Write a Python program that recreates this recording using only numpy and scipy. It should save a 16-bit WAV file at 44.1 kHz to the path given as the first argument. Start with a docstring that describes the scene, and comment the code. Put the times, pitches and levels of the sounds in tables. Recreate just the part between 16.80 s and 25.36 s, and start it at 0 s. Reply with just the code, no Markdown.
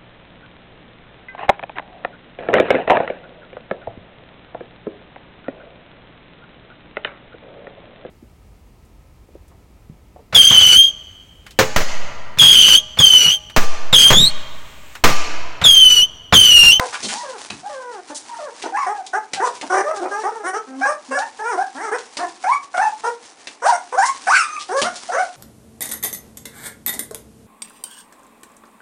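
"""Newborn puppies squeal, whine and grunt on a fleece rug and newspaper in a small, hard-floored room.
A squeal slides up to a crest, a whine sags in two steps, and loud yelps turn hoarse with effort.
Voices are sums of vocal-fold partials shaped by the throat, plus a hiss of forced air.
Their mother licks and noses them: wet smacks, scuffs and rustling bedding, all made of shaped noise.
Decaying noise answers for the walls, over still-room noise and hiss."""
import sys
import numpy as np
from scipy import signal
from scipy.fft import rfft, irfft, next_fast_len
from scipy.io import wavfile
from scipy.ndimage import uniform_filter1d, map_coordinates

SR = 44100
rng = np.random.default_rng(int(sys.argv[2]) if len(sys.argv) > 2 else 0)


def to_wav(s):
    """Save 16-bit WAV."""
    ch = np.atleast_2d(s).T  # columns
    pcm = np.round(np.clip(ch, -1, 1) * 32767)  # PCM
    wavfile.write(sys.argv[1], SR, pcm.astype(np.int16))


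N = 377496
TOP_HZ = 10200  # upper band limit


def amp(db):
    """Decibels to gain."""
    return 10 ** (np.asarray(db) / 20)


def unit(x):
    """Scaled to rms 1."""
    return x / np.sqrt(np.mean(x ** 2) + 1e-20)


def along(points, hz):
    """(Hz, value) points read on a log frequency axis."""
    point_hz, value = np.transpose(points)
    return np.interp(np.log(hz + 1), np.log(point_hz + 1), value)


def wobble(knots_per_s, size):
    """A smooth random curve through normal-distributed knots."""
    knots = rng.standard_normal(int(size * knots_per_s / SR) + 4)
    return map_coordinates(knots, [np.arange(size) * knots_per_s / SR])


def spread(knots, size):
    """Rows of knots joined by straight lines over size samples."""
    at = np.linspace(0, knots.shape[1] - 1, size, endpoint=False)
    left = at.astype(int)
    return knots[:, left] + np.diff(knots)[:, left] * (at - left)


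def filtered(x, response):
    """x times a gain that depends on frequency."""
    size = next_fast_len(len(x) + 4096)
    hz = np.fft.rfftfreq(size, 1 / SR)
    return irfft(rfft(x, size) * response(hz), size)[:len(x)]


def noise(response, size):
    """Coloured noise of rms 1."""
    return unit(filtered(rng.standard_normal(size), response))


def hump(centre_hz, q):
    """The gain of one broad resonance."""
    return lambda hz: 1 / (1 + (q * (hz / centre_hz - centre_hz / (hz + 1))) ** 2)


def add(track, start_s, sound):
    """Mixes a sound into the track, cropped to its ends."""
    start = round(start_s * SR)
    sound = sound[max(-start, 0):N - start]
    track[max(start, 0):][:len(sound)] += sound


def span(start_s, length_s):
    """The sample times of a call with small margins, and its progress from 0 to 1."""
    t = np.arange(start_s - .003, start_s + length_s + .004, 1 / SR)
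    return t, np.linspace(0, 1, len(t))


# throat colour, mouth half open: freq_hz, relative_db
HALF_OPEN_THROAT = [(200,2),(400,-5.5),(750,3),(1100,-1),(1350,-2),(1650,-1.5),(2000,-13.5),(2500,-26),(3300,-31),(4400,-39),(5700,-18.5),(7200,-29),(9200,-21),(10200,-45)]
# throat colour, mouth gaping in a scream: freq_hz, relative_db
GAPING_THROAT = [(600,9.5),(1100,5),(1550,-1),(2000,-1.5),(2600,8),(3300,-41.5),(4200,-29),(5200,-12),(7000,-25),(9500,-28)]


def cry(t, pitch_hz, level_db, bright_db_oct, rough, jitter, uneven_db, air_db, edge_s, hiss_db,
        whistle_db=-5):
    """One call: the partials of the vocal folds, shaped by the throat, and the hiss of forced air."""
    size = len(t)
    # muscles take time
    pitch_hz = uniform_filter1d(pitch_hz, size=600)
    effort = uniform_filter1d(amp(level_db), size=600)
    # the folds start with a rasp
    rough = np.maximum(rough, .1 + .4 * np.exp((t[0] - t) / .022))
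    phase = 2 * np.pi * np.cumsum(pitch_hz * (1 + jitter * wobble(140.3, size))) / SR
    order = np.arange(1, TOP_HZ / pitch_hz.min(), .5)[:, None]
    between = order % 1 > 0  # uneven closing of the folds fills the gaps between harmonics

    def chance(knots_per_s):
        """A row of random knots for each partial."""
        return rng.standard_normal((len(order), int(knots_per_s * size / SR) + 2))

    # throat colour, worked out every 64 samples
    f0, tilt, strain = (np.broadcast_to(curve, size)[::64] for curve in (pitch_hz, bright_db_oct, rough))
    hz = order * f0
    gape = np.clip((strain * f0 / 540) ** 2, 0, 1)  # high, strained cries open the mouth wide
    octaves = np.log2(np.minimum(hz, 1800) / np.minimum(f0, 1800))
    half_open_db = along(HALF_OPEN_THROAT, hz) + tilt * octaves
    # high notes: soft ones near a whistle, forced ones ring
    half_open_db += whistle_db * np.clip(f0 / 700 - .5, 0, 1) * (hz > 3000)
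    colour_db = (1 - gape) * half_open_db + gape * along(GAPING_THROAT, hz)
    gain = amp(colour_db + uneven_db * spread(chance(25), len(f0)))
    gain *= np.where(between, amp(air_db) + strain ** 1.5, 1)
    gain /= np.linalg.norm(gain, axis=0)

    # strain smears each harmonic, the high ones most
    harmonic_smear = rough * (.9 * np.minimum(order, 3) + order * pitch_hz.mean() / 1700)
    smear = np.where(between, 2, harmonic_smear)
    drift = smear * spread(chance(.35 * pitch_hz.mean()), size) + rng.uniform(0, 2 * np.pi, order.shape)
    angle = (order * phase % (2 * np.pi) + drift).astype(np.float32)
    tone = np.sqrt(2) * np.sum(spread(gain, size) * np.sin(angle), 0)

    # high notes are forced hardest
    forcing = effort * rough * (pitch_hz / 1200) ** 1.5
    hiss = amp(hiss_db) * forcing * noise(hump(4650, 1.7), size)
    gate = np.clip((t - t[0]) / edge_s, 0, 1) * np.clip((t[-1] - t) / edge_s, 0, 1)
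    catches = 1 + .5 * rough * wobble(170, size)  # a hoarse voice sputters
    return gate * effort * catches * (tone + hiss)


def puppy(shape, calls, gain_db, **voice):
    """Every call of one kind: its shape gives the pitch, level, brightness and roughness."""
    track = np.zeros(N)
    for row in calls:
        t, *controls = shape(*row)
        add(track, t[0], cry(t, *controls, **voice))
    return amp(gain_db) * track


# squeals, and the last yelp's thin, high tail (rows 7.619, 7.675, 7.762), level before voice gain:
# start_s, rise_s, length_s, first_hz, crest_hz, last_hz,
# level_db, swell_db, bright_db_oct, rough (0-1, at the crest)
SQUEAL_CALLS = [ (0,0.022,0.072,501,518,478.4,-21.5,-13.5,-3.5,0.58),
                (0.322,0.073,0.12,789,982,933,-28.5,1,-11.5,0.2),
                (0.833,.035,0.057,732,818,822,-27.5,7,-20,.1),
                (1.489,0.013,0.082,950,952,912,-28,4,-17.5,0.2),
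                (1.924,.04,.048,760,860,914,-18,6,-9.5,.15),
                (1.968,.025,0.086,997,1185,990,-17,-6.5,-5,0.41),
                (2.066,.045,0.071,369,419.4,432.6,-17,-10.5,-3.5,0.09),
                (2.14,0.035,0.077,814,826,727,-25,6,-8,0.2), (2.333,0.039,0.055,367,426,437,-16,-4,-2,0.08),
                (2.561,0.023,0.054,823,791,795,-21.5,2,-11,.1),
                (2.601,0.037,0.079,361.3,501,483,-13.5,0.5,-2,0.4),
                (2.9,.06,.12,366.4,386.6,397.6,-13.5,-0.5,-1.5,0.49),
                (3.041,0.061,0.076,577.4,643,636,-18.5,10.5,-3.5,0.4),
                (3.206,0.048,.08,351,375,374,-20.5,0,-7.5,0.82),
                (3.31,0.1,.12,403.4,439.6,430,-20.5,-3,-4,.1),
                (3.435,0.056,0.063,367.7,450.2,443.3,-15.5,5.5,-1,0.43),
                (3.635,0.054,0.073,336,370.3,385,-19.5,1,-1,0),
                (3.733,.035,0.053,378.4,442,443,-18.5,-3,-0.5,0.3),
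                (4.012,0.031,.06,736.5,822,811,-13,4.5,-2,.1),
                (4.052,0.054,.076,536.4,600.6,608,-15.5,-2.5,0.5,0.28),
                (4.311,0.061,0.083,543,560.6,580,-17.5,-4.5,1,.17),
                (4.37,0.068,.08,730,930,880,-18.5,-11.5,-4,0.3),
                (4.59,.11,0.17,419.3,486.6,328.4,-19,5,-2.5,.12),
                (4.776,.045,.055,715,794,813,-14,-2,-2.5,0.3),
                (4.948,0.1,0.15,264,464,395.4,-24,9.5,-1.5,0.3),
                (5.114,0.036,0.053,392,503,499,-16.5,-3.5,-2,0.43),
                (5.385,.03,.07,295.3,367.6,345.4,-19,9,-3,.3),
                (5.64,0.088,0.12,722,1124,1119,-11.5,5,-1.5,0.17),
                (5.942,.03,0.033,744,688,687,-17,-7.5,-1,.15),
                (5.977,.05,0.12,715,874.7,842.6,-11,-4.5,-2.5,0.28),
                (6.238,0.044,.062,452.4,467.6,474,-16,1,-1.5,.1),
                (7.619,.02,.055,1231,1200,1213,-21.5,-11,4.5,.15),
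                (7.675,.065,0.095,1226,1248,1240,-28,2,16,.1),
                (7.762,.015,0.029,1240,1176,1165,-23.5,1.5,7,.1),
                (7.89,0.068,0.12,353.3,544.6,561.5,-17,10,-0.5,0.1),
                (8.022,0.043,0.069,579,711.5,715,-17.5,4.5,3,0.26),
                (8.289,0.022,0.027,685,724,716,-17,4,-7,.1), (8.319,0.037,0.048,428,552,578,-17,3,2,.45),
                (8.364,0.034,0.087,665,747,705,-14.5,-4.5,-3.5,0.19)]
ARCH_DB = 4.5  # weaker by this at both ends
OPENING_DB_OCT_PER_DB = 0.36  # a louder moment is brighter
GLIDE_LAG = 1.3  # above 1, the pitch lingers before it climbs
STRAIN_START = 0.37  # share of the roughness present before the crest


def squeal(start_s, rise_s, length_s, first_hz, crest_hz, last_hz, level_db, swell_db, bright_db_oct, rough):
    """Pitch slides up to a crest of greatest strain, then drifts to its last value; the level arches."""
    t, u = span(start_s, length_s)
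    climb = np.sin(np.pi / 2 * np.clip((t - start_s) / rise_s, 0, 1) ** GLIDE_LAG) ** 2
    after = np.clip((t - start_s - rise_s) / max(length_s - rise_s, .005), 0, 1)
    pitch_hz = first_hz + (crest_hz - first_hz) * climb + (last_hz - crest_hz) * after
    push_db = swell_db * (u - .5) - ARCH_DB * (2 * u - 1) ** 2
    strain = rough * (STRAIN_START + (1 - STRAIN_START) * climb)
    return t, pitch_hz, level_db + push_db, bright_db_oct + OPENING_DB_OCT_PER_DB * push_db, strain


# bedding under shifting bodies, level before a fixed trim: time_s, level_db
RUSTLE_LEVEL = [(0.0, -34.5), (0.19, -39), (0.71, -45), (1.19, -48.5), (1.52, -44), (2.6, -53), (2.74, -44),
                (3.6, -49.5), (3.74, -51.5), (5.65, -45), (5.91, -52.5), (6.2, -41), (6.39, -48.5),
                (6.89, -53.5), (7.41, -38.5), (7.82, -48.5), (8.25, -40.5), (8.56, -43.5)]
# bedding spectrum, relative: freq_hz, density_db (per Hz)
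BEDDING_SPECTRUM = [(59,-42.5),(100,-7),(156,-24.5),(233,-2.5),(424,-11.5),(1050,-0.5),(1180,-5),(1770,-4.5),(2180,-7.5),(5940,-5),(10000,-11),(13000,-45),(22000,-120)]


def bedding():
    """Fleece and newspaper rustle in clumps of tiny crackles."""
    level_db = np.interp(np.arange(N) / SR, *np.transpose(RUSTLE_LEVEL))
    clumps = amp(3.3 * wobble(30, N) + 2.8 * wobble(600, N))
    fibres = noise(lambda hz: amp(along(BEDDING_SPECTRUM, hz)), N)
    return amp(level_db + 2.5) * unit(clumps * fibres)


# still-room and microphone-hiss spectrum, relative: freq_hz, density_db (per Hz)
STILL_SPECTRUM = [(15,-46.5),(25,-38),(152,7.5),(292,24.5),(603,18.5),(775,26.5),(1600,10.5),(2340,16),(4160,-7.5),(5760,-51),(7780,-10),(10000,-62.5),(22000,-120)]


def still_room():
    """Steady coloured noise of the still room and microphone hiss."""
    return amp(-51) * noise(lambda hz: amp(along(STILL_SPECTRUM, hz)), N)


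# wall decay: freq_hz, t60_s
WALL_DECAY = [(200,0.41),(550,0.25),(1400,.24),(4000,0.2),(10000,.21)]


def room(x, wet_db, delay_s):
    """The walls' answer, decaying noise that keeps changing as the animals move."""
    out, t = np.zeros(N), np.arange(N) / SR
    # a fresh tail every 0.5 s, cross-faded
    for centre_s in np.arange(0, t[-1] + .5, .5):
        hz, age_s, z = signal.stft(rng.standard_normal(SR // 2), SR, nperseg=256)
        decay = amp(-60 * age_s / along(WALL_DECAY, hz)[:, None])
        tail = signal.istft(z * decay, SR, nperseg=256)[1]
        near = np.abs(t - centre_s) < .5
        part = x[near] * np.cos(np.pi * (t[near] - centre_s))
        add(out, t[near][0] + delay_s, signal.fftconvolve(part, tail / np.linalg.norm(tail)))
    return amp(wet_db) * out


# short noise sweeps: scuffs on the bedding as the mother noses the pups, two of them during the yelps (6.861,
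# 7.25): # start_s, length_s, level_db, centre_hz
NOISE_SWEEPS = [(.125,0.047,-25.5,1400),(.127,0.041,-32,5600),(0.225,.05,-24.5,4540),(.227,0.06,-30.5,312),(0.263,0.071,-29.5,6200),(0.284,0.037,-27,2300),(0.71,.043,-36.5,166),(0.341,.1,-35,4970),(1.345,0.046,-28,6730),(2.653,0.048,-36,4900),(6.861,0.053,-27.5,5540),(7.25,.045,-25,6000),(7.79,0.054,-32.5,3920),(7.962,0.056,-29,4950)]


def scuffs():
    """Each noise sweep swells fast, fades more slowly and flickers in level."""
    track = np.zeros(N)
    for start_s, length_s, level_db, centre_hz in NOISE_SWEEPS:
        u = np.linspace(0, 1, int(length_s * SR))
        flicker = amp(2.5 * wobble(400, len(u)))
        grain = unit(noise(hump(centre_hz, 0.88), len(u)) * flicker)
        add(track, start_s, amp(level_db) * np.sin(np.pi * u ** 0.72) * grain)
    return track


# falling whines, level before voice gain: start_s, length_s, first_hz, last_hz, level_db
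WHINE_CALLS = [(0.433,0.14,628.5,364.5,-29.5),(.895,0.31,621,341.6,-29.5),(1.588,0.11,739,402.5,-27.5),(3.131,0.076,452,342.4,-24),(3.518,0.11,467.4,408,-27)]
# drop, ledge, drop: length_share (0-1), fall_share (0-1)
WHINE_FALL = [(0,0),(.22,0.28),(.7,.44),(1,1)]


def whine(start_s, length_s, first_hz, last_hz, level_db):
    """A smooth, soft voice that sags in pitch and fades as the air runs out."""
    t, u = span(start_s, length_s)
    fall = np.interp(u, *np.transpose(WHINE_FALL))
    pitch_hz = first_hz * (last_hz / first_hz) ** fall
    return t, pitch_hz, level_db - 3 * fall, -5.5, 0


# licks and smacks, levels before fixed trims: start_s, level_db, body_db, middle_db, t60_s
LICK_SMACKS = [(0.7012,-23,6,10.5,0.047),(1.8184,-25,-7,2,0.19),(2.2638,-21.5,-24,-14.5,0.081),(2.5332,-13.5,-6,1,0.089),(2.812,-19.5,-6,4.5,0.047),(4.387,-15.5,-21,-10,.075),(5.1844,-21.5,-24,-7.5,0.056),(5.3692,-14,-6,-3,0.079),(5.9705,-27,0,-0.5,.1),(6.671,-29,4,12,0.058),(8.0155,-7,-2.5,-1.5,.11),(8.1549,-21,-13.5,-20,.18)]


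def smacks():
    """The tongue lets go with a snap and a short wet crackle."""
    track, t = np.zeros(N), np.arange(SR // 3) / SR
    for start_s, level_db, body_db, middle_db, t60_s in LICK_SMACKS:
        burst = noise(hump(4700, 0.8), len(t))
        burst += amp(middle_db) * noise(hump(2610, 0.74), len(t))
        burst += amp(body_db - 1.5) * noise(hump(480, 0.59), len(t))
        crackle = amp(2.44 * wobble(700, len(t)))
        envelope = amp(level_db - 9.5 - 60 * t / max(t60_s, .01)) * (1 - np.exp(-t / .001))
        add(track, start_s, envelope * crackle * burst)
    return track


# closed-mouth grunts, level before voice gain: start_s, length_s, pitch_hz, level_db, swell_db, rough (0-1)
GRUNT_CALLS = [(1.298,.045,290,-35,-7,0.42),(1.835,0.051,331.7,-29.5,-3.5,0.85),(2.823,0.029,302,-31.5,0,0.7),(3.871,.145,264.8,-37,12,.1),(4.285,0.064,264,-38.5,-7,.1)]


def grunt(start_s, length_s, pitch_hz, level_db, swell_db, rough):
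    """A low, dull hum that barely rises in pitch."""
    t, u = span(start_s, length_s)
    return t, pitch_hz * (1 + .04 * (u - .5)), level_db + swell_db * (u - .5), -6.5, rough


# loud yelps, one curve each; the last one's thin, high tail is three rows among the squeals;
# level before voice gain: time_s, pitch_hz, level_db, bright_db_oct
YELP_CURVES = [
    [(6.822, 466.3, -22, -2.5), (6.84, 469.5, -21.5, -1), (6.87, 779.3, -8.5, -2.5),
     (6.882, 842, -14.5, -6.5), (6.9, 1009, -6, -10), (6.908, 948.4, -9, -11), (6.924, 776, -13, -5.5),
     (6.936, 697.4, -15.5, 2), (6.965, 708, -21.5, 1)],
    [(7.124, 493.2, -27, -0.5), (7.154, 512, -17.5, -1), (7.168, 630, -30, -3.5), (7.184, 760.6, -8, -4),
     (7.216, 797, -16, 1.5), (7.242, 1014, -10.5, -4.5), (7.276, 1088, -28.5, 2), (7.286, 1089, -12.5, 0),
     (7.305, 1083, -23.5, -6)],
    [(7.469, 729, -19.5, 2.5), (7.487, 740, -10.5, 1.5), (7.499, 945, -12.5, 0), (7.531, 1522, -10, -2),
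     (7.541, 1539, -11, 9), (7.563, 1523, -8, -8.5), (7.591, 1367, -14.5, 0), (7.625, 1275, -17, 1),
     (7.63, 1274, -18.5, -1)],
]
YELP_ROUGH, YELP_FULL_DB = 0.34, -10.5  # base roughness, level of full effort


def yelp(*points):
    """A wide, loud cry that grows hoarser the harder and longer it is pushed."""
    time_s, *columns = np.transpose(points)
    t, u = span(time_s[0], time_s[-1] - time_s[0])
    pitch_hz, level_db, bright_db_oct = (np.interp(t, time_s, column) for column in columns)
    push = np.sqrt(np.minimum(amp(level_db - YELP_FULL_DB), 1))
    return t, pitch_hz, level_db, bright_db_oct, YELP_ROUGH * push * (0.67 + 0.53 * u)


def scene():
    """The litter and their mother in the room."""
    voices = puppy(squeal, SQUEAL_CALLS, gain_db=-3, jitter=0.01285, uneven_db=4.5, air_db=-40,
                   edge_s=0.007, hiss_db=-6.5)
    voices += puppy(whine, WHINE_CALLS, gain_db=-3.5, jitter=0.017, uneven_db=-0.4, air_db=-32,
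                    edge_s=0.0061, hiss_db=-12)
    voices += puppy(grunt, GRUNT_CALLS, gain_db=3, jitter=.018, uneven_db=6, air_db=-30,
                    edge_s=.012, hiss_db=-8)
    voices += puppy(yelp, YELP_CURVES, gain_db=-1.5, jitter=0.014, uneven_db=4.5, air_db=-25.5,
                    edge_s=0.0063, hiss_db=-2.5, whistle_db=2)
    voices = filtered(voices, lambda hz: hz ** 4 / (hz ** 4 + 190 ** 4))  # tiny mouths radiate no bass
    direct = voices + smacks() + scuffs()
    return (direct + room(direct, wet_db=-4.5, delay_s=.004) + bedding() + still_room())[None]


def record(dry):
    """The input rounds off the loudest peaks, a little unevenly, and keeps nothing above its band limit."""
    rounded = dry[0] / (1 + np.abs(dry[0] / .76) ** 6) ** (1 / 6)
    uneven = rounded + 0.035 * rounded ** 2
    return filtered(uneven, lambda hz: (hz < TOP_HZ) * hz / (hz + 25))[None]


dry = scene()
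out = record(dry)
to_wav(out)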